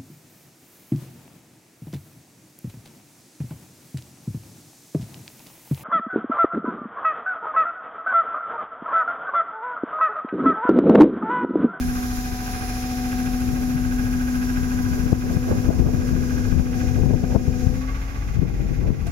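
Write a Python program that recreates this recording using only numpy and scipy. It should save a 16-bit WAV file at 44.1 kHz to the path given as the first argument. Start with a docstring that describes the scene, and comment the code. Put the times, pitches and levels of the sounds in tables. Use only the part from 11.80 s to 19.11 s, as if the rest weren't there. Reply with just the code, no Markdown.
"""An open trailer yard, a few metres from a loader crane folding its boom.
A small diesel knocks steadily and drives a whining gear pump; oil hisses through valves and hoses.
Near 6 s the load comes off: the engine speeds up and the whine dies away. A short scuff comes last.
Gusts buffet the two ports of the microphone, whose gain control ducks the whole machine after each."""
import sys
import numpy as np
from scipy import signal
from scipy.fft import rfft, irfft
from scipy.io import wavfile

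SR = 44100
rng = np.random.default_rng(int(sys.argv[2]) if len(sys.argv) > 2 else 0)


def master(y):
    """Save y as 16-bit WAV."""
    cut = np.clip(np.atleast_2d(y).T, -1, 1)
    pcm = np.round(cut * 32767)  # scale
    wavfile.write(sys.argv[1], SR, pcm.astype(np.int16))


N = 322371
TIME = np.arange(N) / SR
BINS = np.fft.rfftfreq(N, 1 / SR)

# The governor holds the speed, then overshoots. Each row: time in seconds, engine cycles a second.
ENGINE_SPEED = [(0.0, 13.78), (0.6, 13.787), (1.5, 13.851), (3.2, 13.844), (3.6, 13.829), (5.85, 13.825),
                (6.4, 15.48), (6.8, 15.135), (7.31, 15.44)]
# How hard the hydraulics work. Each row: time in seconds, load from 0 to 1.
OIL_LOAD = [(0, 1), (5.87, 0.96), (5.98, 0.47), (7.31, 0.6)]
# The rhythm of one engine cycle. Each row: position as a share of the cycle, accent in dB.
KNOCK_PATTERN = [(.74, -3.5), (.82, -4.5), (.9, -5), (.0, -6), (.16, -10), (.33, -12), (.52, -14)]
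# The fader on the knock. Each row: time in seconds, level in dB.
KNOCK_LEVEL = [(0, -45), (1.35, -41.5), (1.75, -44), (2.3, -42), (4.1, -44), (4.6, -44), (5.05, -41.5),
               (5.6, -44.5), (6.05, -43), (6.48, -46), (6.65, -46.5), (7.31, -46)]
# The heavy block rings on, thin covers stop sooner. Each row: frequency in Hz, share that rings on.
LONG_RING_SHARE = [(200, .85), (700, .8), (1150, .55), (1550, .42), (3000, .3)]
# The knock's stereo image. Each row: frequency in Hz, left-right likeness from 0 to 1.
KNOCK_LIKENESS = [(60, 0.23), (300, 0.99), (700, 1), (1500, 0.92), (2100, 0.017), (15000, 0.064)]
# The body of the engine block. Each row: frequency in Hz, then relative gain under load,
# relative gain running free and left minus right, all in dB.
BLOCK_EQ = [(28, -89, -89, 4), (45, -76, -59, 8), (84.4, -62, -66, 5), (194, -57, -62, -5),
            (303, -64, -71, -4), (375, -65.5, -80, -2), (477, -71.5, -68, -2.5), (584, -75, -74, -6),
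            (845, -67.5, -70.5, -1.5), (930, -79.5, -81, 1), (1120, -71, -66.5, -5.5),
            (1580, -68, -77, -3.5), (1970, -74.5, -67.5, -10), (2570, -78, -78.5, 0.5),
            (2920, -85, -85, 2.5), (6430, -91.5, -81, -13), (7860, -106, -104, 2), (10200, -105, -100, -5),
            (11200, -86, -89, -16), (14830, -104, -94, -10)]
# Ringing covers. Each row: centre and width in Hz, lift under load and running free in dB.
COVER_RINGS = [(381, 10, 6.5, 5), (478, 17, 7, 6), (750, 24, 3.5, 7), (1134, 34, 5, 11), (1270, 44, 2, -2),
               (1456, 27, 4.5, 6), (1523.6, 41, 11, -2), (1632, 42, 9.5, -4), (2030, 35, 0.5, 2),
               (2138, 28, 3, 11), (2454, 36, 8.5, 3), (2723, 63, 6.5, 1), (2970, 18, 1, 1)]
# Two mid bands of the engine's knock swell and fade as the microphone moves.
# Each row: time in seconds, lower and upper band gain in dB.
KNOCK_MID_SWELL = [(0, -3, -0.5), (.22, 3, -1), (.5, -6.5, -4), (.8, -1, -2), (1.1, -4.5, -6),
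                   (1.35, -4, -4), (1.7, -1.5, -5.5), (2.2, -2.5, -1.5), (2.6, -2, -1.5), (3.05, 0, -1),
                   (3.38, -2, -3.5), (3.68, 0, -1.5), (4.05, -1, -4), (4.3, 0, 0), (4.65, -1, .5),
                   (4.85, -1, -5), (5.35, -10, -4), (5.85, -5, -4.5), (6.1, -0.5, 0), (6.45, -1, -6),
                   (6.8, -9, -5), (7.31, -4, -6)]
# Exhaust throb. Each row: multiple of the cycle rate, right level under load and running free in dB.
EXHAUST_ORDERS = [(2, -44, -53), (3, -35, -25), (4, -44.5, -26.5), (5, -39.5, -42), (7, -46.5, -41),
                  (8, -44.5, -46)]

# Pump whine, one envelope for each of harmonics 1-4. Each row: time in seconds, level in dB.
WHINE_LEVELS = [
    [(0, -23.5), (.78, -36), (1.1, -30.5), (1.4, -26.5), (2.3, -24.5), (3.2, -25.5), (5.55, -27.5),
     (5.97, -30), (6.05, -30.5), (6.13, -41), (6.45, -50.5), (7.31, -65)],
    [(0, -60), (.55, -59), (1.05, -47.5), (1.45, -48.5), (2.2, -54.5), (3.2, -51), (3.6, -40), (4.1, -39.5),
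     (4.7, -44), (5.1, -36.5), (5.96, -38), (6.08, -52), (6.25, -100)],
    [(0, -45.5), (.75, -38.5), (1.35, -39.5), (2.5, -50), (3.95, -45.5), (4.45, -60), (5, -43),
     (5.7, -46.5), (5.89, -43), (6.0, -53), (6.15, -100)],
    [(0, -55), (.45, -52.5), (.68, -48.5), (1.3, -57), (2.4, -55), (3, -48), (4, -50), (5.9, -67),
     (6.15, -100)],
]
# The whine shifts as the microphone turns.
# Each row: time in seconds, the fundamental's left minus right in dB, its left lead in radians.
WHINE_PAN = [(0, -2.5, 0.23), (1.2, 3, 0.18), (1.7, 3, 0.17), (3.5, 2, 0.28), (7.31, 6.5, 0.18)]
# Oil flow through the valves. Each row: time in seconds, hiss level in dB.
HISS_LEVEL = [(0, -43), (.35, -41.5), (.53, -43), (.85, -42), (1.8, -43.5), (3.1, -42.5), (4.1, -43),
              (4.6, -42.5), (5.6, -44), (5.84, -43.5), (5.97, -44), (6.12, -51), (7.31, -52.5)]
# The colour of that hiss. Each row: frequency in Hz, left and right relative gain in dB.
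HISS_EQ = [(1960, 4, 7.5), (3100, -6, -6), (4240, -4.5, -7.5), (5410, -0.5, 3.5), (5500, 2.5, -4),
           (6860, 2, -1), (7280, -2.5, -34), (8480, -18, -9.5), (10260, -12.5, -7.5), (10530, -28, 0),
           (11800, -14, -4), (13600, -15, -3.5), (14200, -21, -15), (16100, -14, -4)]
# The air on top of the hiss. Each row: time in seconds, lift above 9 kHz in dB.
HISS_AIR = [(0, 3), (.8, 2), (1.6, 2.5), (3.2, 0), (5, -2.5), (6, -3), (7.31, -2.5)]
# The valve jet's soft whistle: centre in Hz, width in Hz, lift in dB.
JET_WHISTLE = (8600, 110, 2.4)
# The jet's sizzles. Each row: peak time and half length in seconds, centre and width in Hz,
# right level in dB, left minus right in dB.
JET_SIZZLES = [(0.156, 0.17, 11300, 250, -49, -12), (0.835, 0.079, 2000, 302, -46, -22),
               (.85, 0.13, 10560, 220, -44.5, -18), (.9, 0.5, 5210, 110, -50, -4),
               (.8, 0.99, 3960, 750, -51.5, 0.5), (3.7, .7, 13450, 70, -56, -6),
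               (4.541, 0.12, 5900, 700, -51, 2), (5.05, .08, 6100, 700, -48, 1),
               (5.807, .05, 6000, 800, -49, 0), (.3, .1, 6200, 900, -51, -1),
               (1.0, 0.17, 6000, 900, -52, -1)]
# The hoses rush most as the boom speeds up and as oil returns to the tank.
# Each row: time in seconds, level in dB.
HOSE_LEVEL = [(0, -48), (.5, -51), (.82, -46), (1.15, -54), (2.3, -55), (3.3, -54), (5.85, -56),
              (6.05, -48), (6.45, -49), (6.7, -49.5), (7.31, -52)]
# The colour of that rush. Each row: frequency in Hz, left and right relative gain in dB.
HOSE_EQ = [(200, -14, -12), (480, 1, 1), (800, 1, 2), (1200, -4, -0.5), (1700, -5, -1), (2150, -4, -2),
           (2700, -9, -9), (3500, -13, -17), (8000, -45, -45)]

# The bed of breeze at the left port. Each row: time in seconds, level before trim in dB.
BREEZE_LEVEL = [(0, -26.5), (1.1, -36), (1.7, -22), (2.45, -24.5), (3.15, -19), (3.37, -17.5), (3.6, -19),
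                (5.7, -16), (6.2, -35), (6.75, -17.5), (7.31, -22)]
# Gusts. Each row: peak time and half length in seconds, left and right level before trim in dB.
WIND_GUSTS = [(0.077, 0.028, -24.5, -44), (0.517, 0.015, -23, -47), (1.736, 0.035, -21, -35),
              (3.25, 0.025, -22, -44), (3.998, .003, -28, -18), (4.07, .02, -15, -21),
              (4.146, 0.0087, -17, -25), (3.497, 0.044, -19, -28.5), (3.718, 0.033, -16.5, -22),
              (4.044, 0.15, -14, -25), (4.377, 0.054, -16.5, -30), (4.76, 0.074, -14, -27.5),
              (5.267, 0.095, -11, -29), (5.48, 0.082, -21, -33), (5.9, 0.068, -14, -32.5),
              (6.619, 0.035, -12, -44), (6.82, .018, -18, -36), (6.923, 0.013, -15, -39),
              (7.08, 0.05, -10.5, -28)]
# The wind's rumble. Each row: frequency in Hz, left and right relative gain in dB.
WIND_EQ = [(10.1, -9, -20), (30.4, 1, -18), (76.4, 4.5, -11), (168, -2.5, 1), (303, -11.5, -3.5),
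           (441, -19.5, -4.5), (650, -34.5, -14), (950, -49, -21.5), (2570, -85, -52), (9000, -120, -100)]
# Eddies thump the left port. Each row: time in seconds, swing in dB, length in seconds,
# steep front in dB, churn before trim in dB.
EDDY_HITS = [(1.961, -9, 0.002, -18, -34), (3.33, -9, 0.0015, 3.5, -19.5), (3.505, -9, 0.0012, -24, -30),
             (3.571, -3, 0.0017, -9, -28), (3.715, -6.5, .0012, -20, -38), (3.786, -8, .0019, -24, -37),
             (3.891, -18, .003, 1, -32), (3.893, 4, .0014, -13, -34), (3.908, -6, 0.002, -20, -17),
             (4.066, 0.5, .0022, -4, -22), (4.15, -2, 0.0017, -22, -36), (4.799, -4, .0016, -12, -28),
             (5.168, -7, 0.0027, -21, -31), (5.235, -10, 0.00081, -27, -25), (5.261, -6, 0.002, -17, -22),
             (5.31, -14, 0.0012, 0, -28), (5.338, -4.5, 0.00082, -20, -30), (5.347, -8, 0.0021, -14, -25),
             (5.439, -3, 0.0012, -7, -20), (5.553, -16, 0.0011, -4.5, -23), (5.557, -4, .001, -20, -20),
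             (5.561, 2.5, 0.0021, -4, -22), (5.572, -7, 0.00089, -18, -25), (5.684, -1, 0.0024, -19, -28),
             (5.871, 2, 0.0023, -14, -28), (6.596, -14, 0.0032, -5, -38), (6.622, -5, 0.0012, -22, -35),
             (7.105, -14, 0.0015, -6, -34)]
# One scuff: peak time in seconds, scrape level before panning in dB, decay in seconds, ring in Hz.
SCUFF_HIT = (7.269, -42.5, .018, 690)


def diesel(cycles, load):
    """The knock sounds through the block and its covers, changing colour as the load comes off."""
    knock = yard_echoes(at_ports(*knocks(cycles)), echo_db=-16, spread_s=.01)
    pan_db = np.array([over_pitch(BLOCK_EQ, 3), np.zeros_like(BINS)])
    loaded_db = over_pitch(BLOCK_EQ, 1) + sum(resonance(hz, width, db) for hz, width, db, _ in COVER_RINGS)
    free_db = over_pitch(BLOCK_EQ, 2) + sum(resonance(hz, width, db) for hz, width, _, db in COVER_RINGS)
    body = load * eq(knock, loaded_db + pan_db) + (1 - load) * eq(knock, free_db + pan_db)
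    mid_rms = band(body.mean(0), 1100, 3000).std()
    for column, edges_hz in enumerate([(1000, 1380), (1380, 1800)], 1):
        body = body + band(body, *edges_hz) * (from_db(envelope(KNOCK_MID_SWELL, column)) - 1)
    return body / mid_rms * from_db(envelope(KNOCK_LEVEL))


def knocks(cycles, ring_s=.016, tail_s=.08, tail_db=-18, long_s=.09, loose=.18, jitter_s=.000015):
    """Each blow rings the block: the same short and long ring every cycle, plus loose rattle."""
    t = np.arange(SR // 4) / SR
    attack = 1 - np.exp(-t / .0007)
    short_decay = attack * (np.exp(-t / ring_s) + from_db(tail_db) * np.exp(-t / tail_s))
    short_ring, long_ring = np.zeros((2, 2, N))
    rattle_power = np.zeros(N)
    for position, db in KNOCK_PATTERN:
        beats = np.flatnonzero(np.diff(np.floor(cycles - position)))
        late, uneven = rng.standard_normal((200, 2))[:len(beats)].T
        beats = np.clip(beats + np.round(late * jitter_s * SR).astype(int), 0, N - 1)
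        blows = np.zeros(N)
        blows[beats] = from_db(db + 1.3 * uneven)
        for ring, decay in [(short_ring, short_decay), (long_ring, np.exp(-t / long_s))]:
            modes = rfft(np.sqrt(decay) * rng.standard_normal((2, len(t))))
            clang = np.sqrt(decay) * irfft(modes / abs(modes), len(t))  # dense modes of even strength
            ring += signal.oaconvolve(blows[None], clang, axes=1)[:, :N]
        rattle_power += signal.oaconvolve(blows ** 2, short_decay ** 2)[:N]
    rattle = np.sqrt(abs(rattle_power)) * rng.standard_normal((2, N))
    clatter = np.sqrt(1 - loose) * unit(short_ring) + np.sqrt(loose) * unit(rattle)
    share = over_pitch(LONG_RING_SHARE)
    return irfft(np.sqrt(1 - share) * rfft(clatter) + np.sqrt(share) * rfft(unit(long_ring)), N)


def exhaust(cycles, load, left_db=2, waver_db=3):
    """Low engine orders make a wavering throb, nearly alike at both ports."""
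    throb = np.zeros(N)
    for order, loaded_db, free_db in EXHAUST_ORDERS:
        level_db = load * loaded_db + (1 - load) * free_db + waver_db * drift(10.5)
        throb += from_db(level_db) * np.sin(2 * np.pi * (order * cycles + rng.random()))
    return np.sqrt(2) * throb * from_db([[left_db], [0]])


def pump(cycles, load, pulses_per_cycle, sway_rad=.16, wander_rad=.1, flutter_db=.5, fifth_db=-57):
    """Gear teeth pulse the oil into a whine; the shaft sways in each engine cycle, adding sidebands."""
    sway = sway_rad * np.sin(2 * np.pi * cycles)
    phase = 2 * np.pi * pulses_per_cycle * cycles + sway + wander_rad * drift(45)
    levels = [from_db(envelope(rows)) for rows in WHINE_LEVELS] + [load * from_db(fifth_db)]
    left_lead = envelope(WHINE_PAN, 2)
    pans_db = [envelope(WHINE_PAN), -2.5, 0, -6.5, 0]  # left minus right, for each harmonic
    whine = np.zeros((2, N))
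    for k, (level, pan_db) in enumerate(zip(levels, pans_db), 1):
        flutter = from_db(flutter_db * np.sqrt(k) * drift(26))  # overtones are less steady
        tone = np.array([from_db(pan_db) * np.sin(k * (phase + left_lead)), np.sin(k * phase)])
        whine += np.sqrt(2) * level * flutter * tone
    return whine


def valves(cycles, pulses_per_cycle, ripple_depth=.036, flicker_db=.65, low_cut_hz=2550):
    """Oil squeezed through the valves hisses and ripples with the pump; the narrow jet has little bass."""
    jet_db = resonance(*JET_WHISTLE) - 10 * np.log10(1 + (low_cut_hz / (BINS + 1)) ** 4)
    hiss = np.array([eq(rng.standard_normal(N), over_pitch(HISS_EQ, side) + jet_db) for side in (1, 2)])
    air = irfft(rfft(hiss) * np.clip((BINS - 7000) / 2000, 0, 1), N)
    hiss += air * (from_db(envelope(HISS_AIR)) - 1)
    hiss = yard_echoes(hiss, echo_db=-8.5, spread_s=.014)
    ripple = 1 + ripple_depth * np.cos(2 * np.pi * pulses_per_cycle * cycles)
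    return hiss / hiss.mean(0).std() * ripple * from_db(envelope(HISS_LEVEL) + flicker_db * drift(29))


def jet_sizzles():
    """Now and then the valve jet sings out in one band."""
    noise, out = rfft(rng.standard_normal((2, N))), np.zeros((2, N))
    for peak_s, half_s, hz, width, db, pan_db in JET_SIZZLES:
        sizzle = unit(irfft(noise / (1 + ((BINS - hz) / width) ** 2), N))
        out += sizzle * swell(peak_s, half_s) * from_db([[db + pan_db], [db]])
    return out


def hoses(flicker_db=.5):
    """Turbulent oil in the hoses: an even rush that fills the gaps between the engine's beats."""
    rush = np.array([eq(rng.standard_normal(N), over_pitch(HOSE_EQ, side)) for side in (1, 2)])
    return unit(rush) * from_db(envelope(HOSE_LEVEL) + flicker_db * drift(12))


def wind(left_trim_db=-1, lee_db=-36.5, lee_swing=.93, lumps_db=2, brighten=.33, bass_hz=250):
    """Lumpy turbulence at each port, brighter as it blows harder; the right port is sheltered."""
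    left_db = envelope(BREEZE_LEVEL)
    right_db = lee_db + lee_swing * (left_db - left_db.mean())
    out = []
    for side, (breeze_db, trim_db) in enumerate([(left_db, left_trim_db), (right_db, 0)]):
        rumble = unit(eq(rng.standard_normal(N), over_pitch(WIND_EQ, side + 1)))
        bass = irfft(rfft(rumble) / (1 + (BINS / bass_hz) ** 4), N)
        gust_power = sum((from_db(port_db[side]) * swell(peak_s, half_s)) ** 2
                         for peak_s, half_s, *port_db in WIND_GUSTS)
        force_db = 10 * np.log10(from_db(breeze_db) ** 2 + gust_power) + lumps_db * drift(33)
        upper = (rumble - bass) * from_db(brighten * (force_db - np.percentile(force_db, 75)))
        out.append((bass + upper) * from_db(force_db + trim_db))
    return np.array(out)


def eddies(right_db=-24, front_share=.4, churn_trim_db=-.5, churn_hz=680, churn_s=.0062):
    """Each eddy is one swing of pressure, with a steep drop and a short flutter of churning air."""
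    out = np.zeros(N)
    froth_db = -10 * np.log10((1 + (BINS / churn_hz) ** 8) * (1 + (200 / (BINS + 1)) ** 2))
    froth = unit(eq(rng.standard_normal(N), froth_db))
    for at_s, swing_db, length_s, front_db, churn_db in EDDY_HITS:
        near = abs(TIME - at_s) < .04
        t = TIME[near] - at_s
        bell = np.exp(-(t / length_s) ** 2 / 2)
        swing = from_db(swing_db) * (1 - (t / length_s) ** 2) * bell
        front = -from_db(front_db) * np.tanh(t / (front_share * length_s)) * bell
        churn = from_db(churn_db + churn_trim_db) * froth[near] * np.exp(-(t / churn_s) ** 2 / 2)
        out[near] += swing + front + churn
    return out * from_db([[0], [right_db]])


def scuff(ring_db=9, rise_s=.0019, top_hz=11500):
    """A brief bright scrape with a hollow ring, nearer the right port."""
    at_s, db, decay_s, ring_hz = SCUFF_HIT
    scrape = unit(eq(rng.standard_normal((2, N)), -10 * np.log10(1 + (BINS / top_hz) ** 12)))
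    ring = from_db(ring_db) * np.sin(2 * np.pi * ring_hz * TIME)
    burst = np.exp(-abs(TIME - at_s) / np.where(TIME < at_s, rise_s, decay_s))
    return (scrape + ring) * burst * from_db([[db - 3], [db + 3]])


def at_ports(direct, scattered, lead_s=.00023):
    """The left port hears the direct sound a little early, blended with scatter from the yard."""
    likeness = over_pitch(KNOCK_LIKENESS)
    early = rfft(direct) * np.exp(2j * np.pi * BINS * lead_s)
    left = likeness * early + np.sqrt(1 - likeness ** 2) * rfft(scattered)
    return np.array([irfft(left, N), direct])


def yard_echoes(stereo, echo_db, spread_s, count=12):
    """Early echoes off the concrete and the trailer bed, different at each port."""
    out = []
    for port in stereo:
        delays_s = .001 + spread_s * rng.random(count)
        gains = rng.standard_normal(count)
        taps = np.zeros(SR // 4)
        taps[(delays_s * SR).astype(int)] = gains / np.linalg.norm(gains) * from_db(echo_db)
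        taps[0] = 1
        out.append(signal.oaconvolve(port, taps / np.linalg.norm(taps))[:N])
    return np.array(out)


def from_db(db):
    """Decibels to gain."""
    return 10 ** (np.asarray(db) / 20)


def unit(x):
    """Scales to rms 1."""
    return x / np.sqrt(np.mean(x ** 2) + 1e-20)


def envelope(rows, column=1):
    """One column of a table, drawn along time."""
    rows = np.array(rows)
    return np.interp(TIME, rows[:, 0], rows[:, column])


def over_pitch(rows, column=1):
    """One column of a table, drawn along log frequency."""
    rows = np.array(rows)
    return np.interp(np.log(BINS + 1), np.log(rows[:, 0]), rows[:, column])


def eq(x, db):
    """Filters x by a gain in dB for each frequency."""
    return irfft(rfft(x) * from_db(db), N)


def resonance(hz, width, db):
    """A bell-shaped lift in dB."""
    return db / (1 + ((BINS - hz) / width) ** 2)


def band(x, low_hz, high_hz):
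    """A band-pass with soft edges."""
    return irfft(rfft(x) / (1 + ((2 * BINS - low_hz - high_hz) / (high_hz - low_hz)) ** 10), N)


def drift(hz):
    """A random wobble of rms 1, up to about hz."""
    return unit(irfft(rfft(rng.standard_normal(N)) * np.exp(-(BINS / hz) ** 2), N))


def swell(peak_s, half_s):
    """A smooth rise and fall of height 1."""
    return np.exp(-((TIME - peak_s) / half_s) ** 2 / 2)


def lag(x, seconds):
    """Follows x sluggishly, with this time constant."""
    keep = np.exp(-1 / (seconds * SR))
    return signal.lfilter([1 - keep], [1, -keep], x)


def scene(start_cycle=.66, pulses_per_cycle=18):
    """The crane, its engine and pump locked to one shaft, with wind on the microphone and a scuff."""
    cycles = start_cycle + np.cumsum(envelope(ENGINE_SPEED)) / SR
    load = envelope(OIL_LOAD)
    engine = diesel(cycles, load) + exhaust(cycles, load)
    hydraulics = pump(cycles, load, pulses_per_cycle) + valves(cycles, pulses_per_cycle) + hoses()
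    return engine + hydraulics + wind() + eddies() + scuff() + jet_sizzles()


def record(dry):
    """Gain control: the louder port ducks both and the gain creeps back; then clipping and a high cut."""
    threshold_db, squeeze, high_cut_hz = -21.5, .37, 15850
    sense_s, attack_s, recover_db_per_s = .024, .0011, 18
    level_db = 10 * np.log10(lag(dry ** 2, sense_s).max(0) + 1e-12)
    cut_db = squeeze * np.maximum(level_db - threshold_db, 0)
    recovery_db = recover_db_per_s * TIME
    held_db = np.maximum.accumulate(cut_db + recovery_db) - recovery_db
    ducked = dry * from_db(-lag(held_db, attack_s))
    return irfft(rfft(np.clip(ducked, -1, 1)) / (1 + (BINS / high_cut_hz) ** 400), N)


dry = scene()
out = record(dry)
master(out)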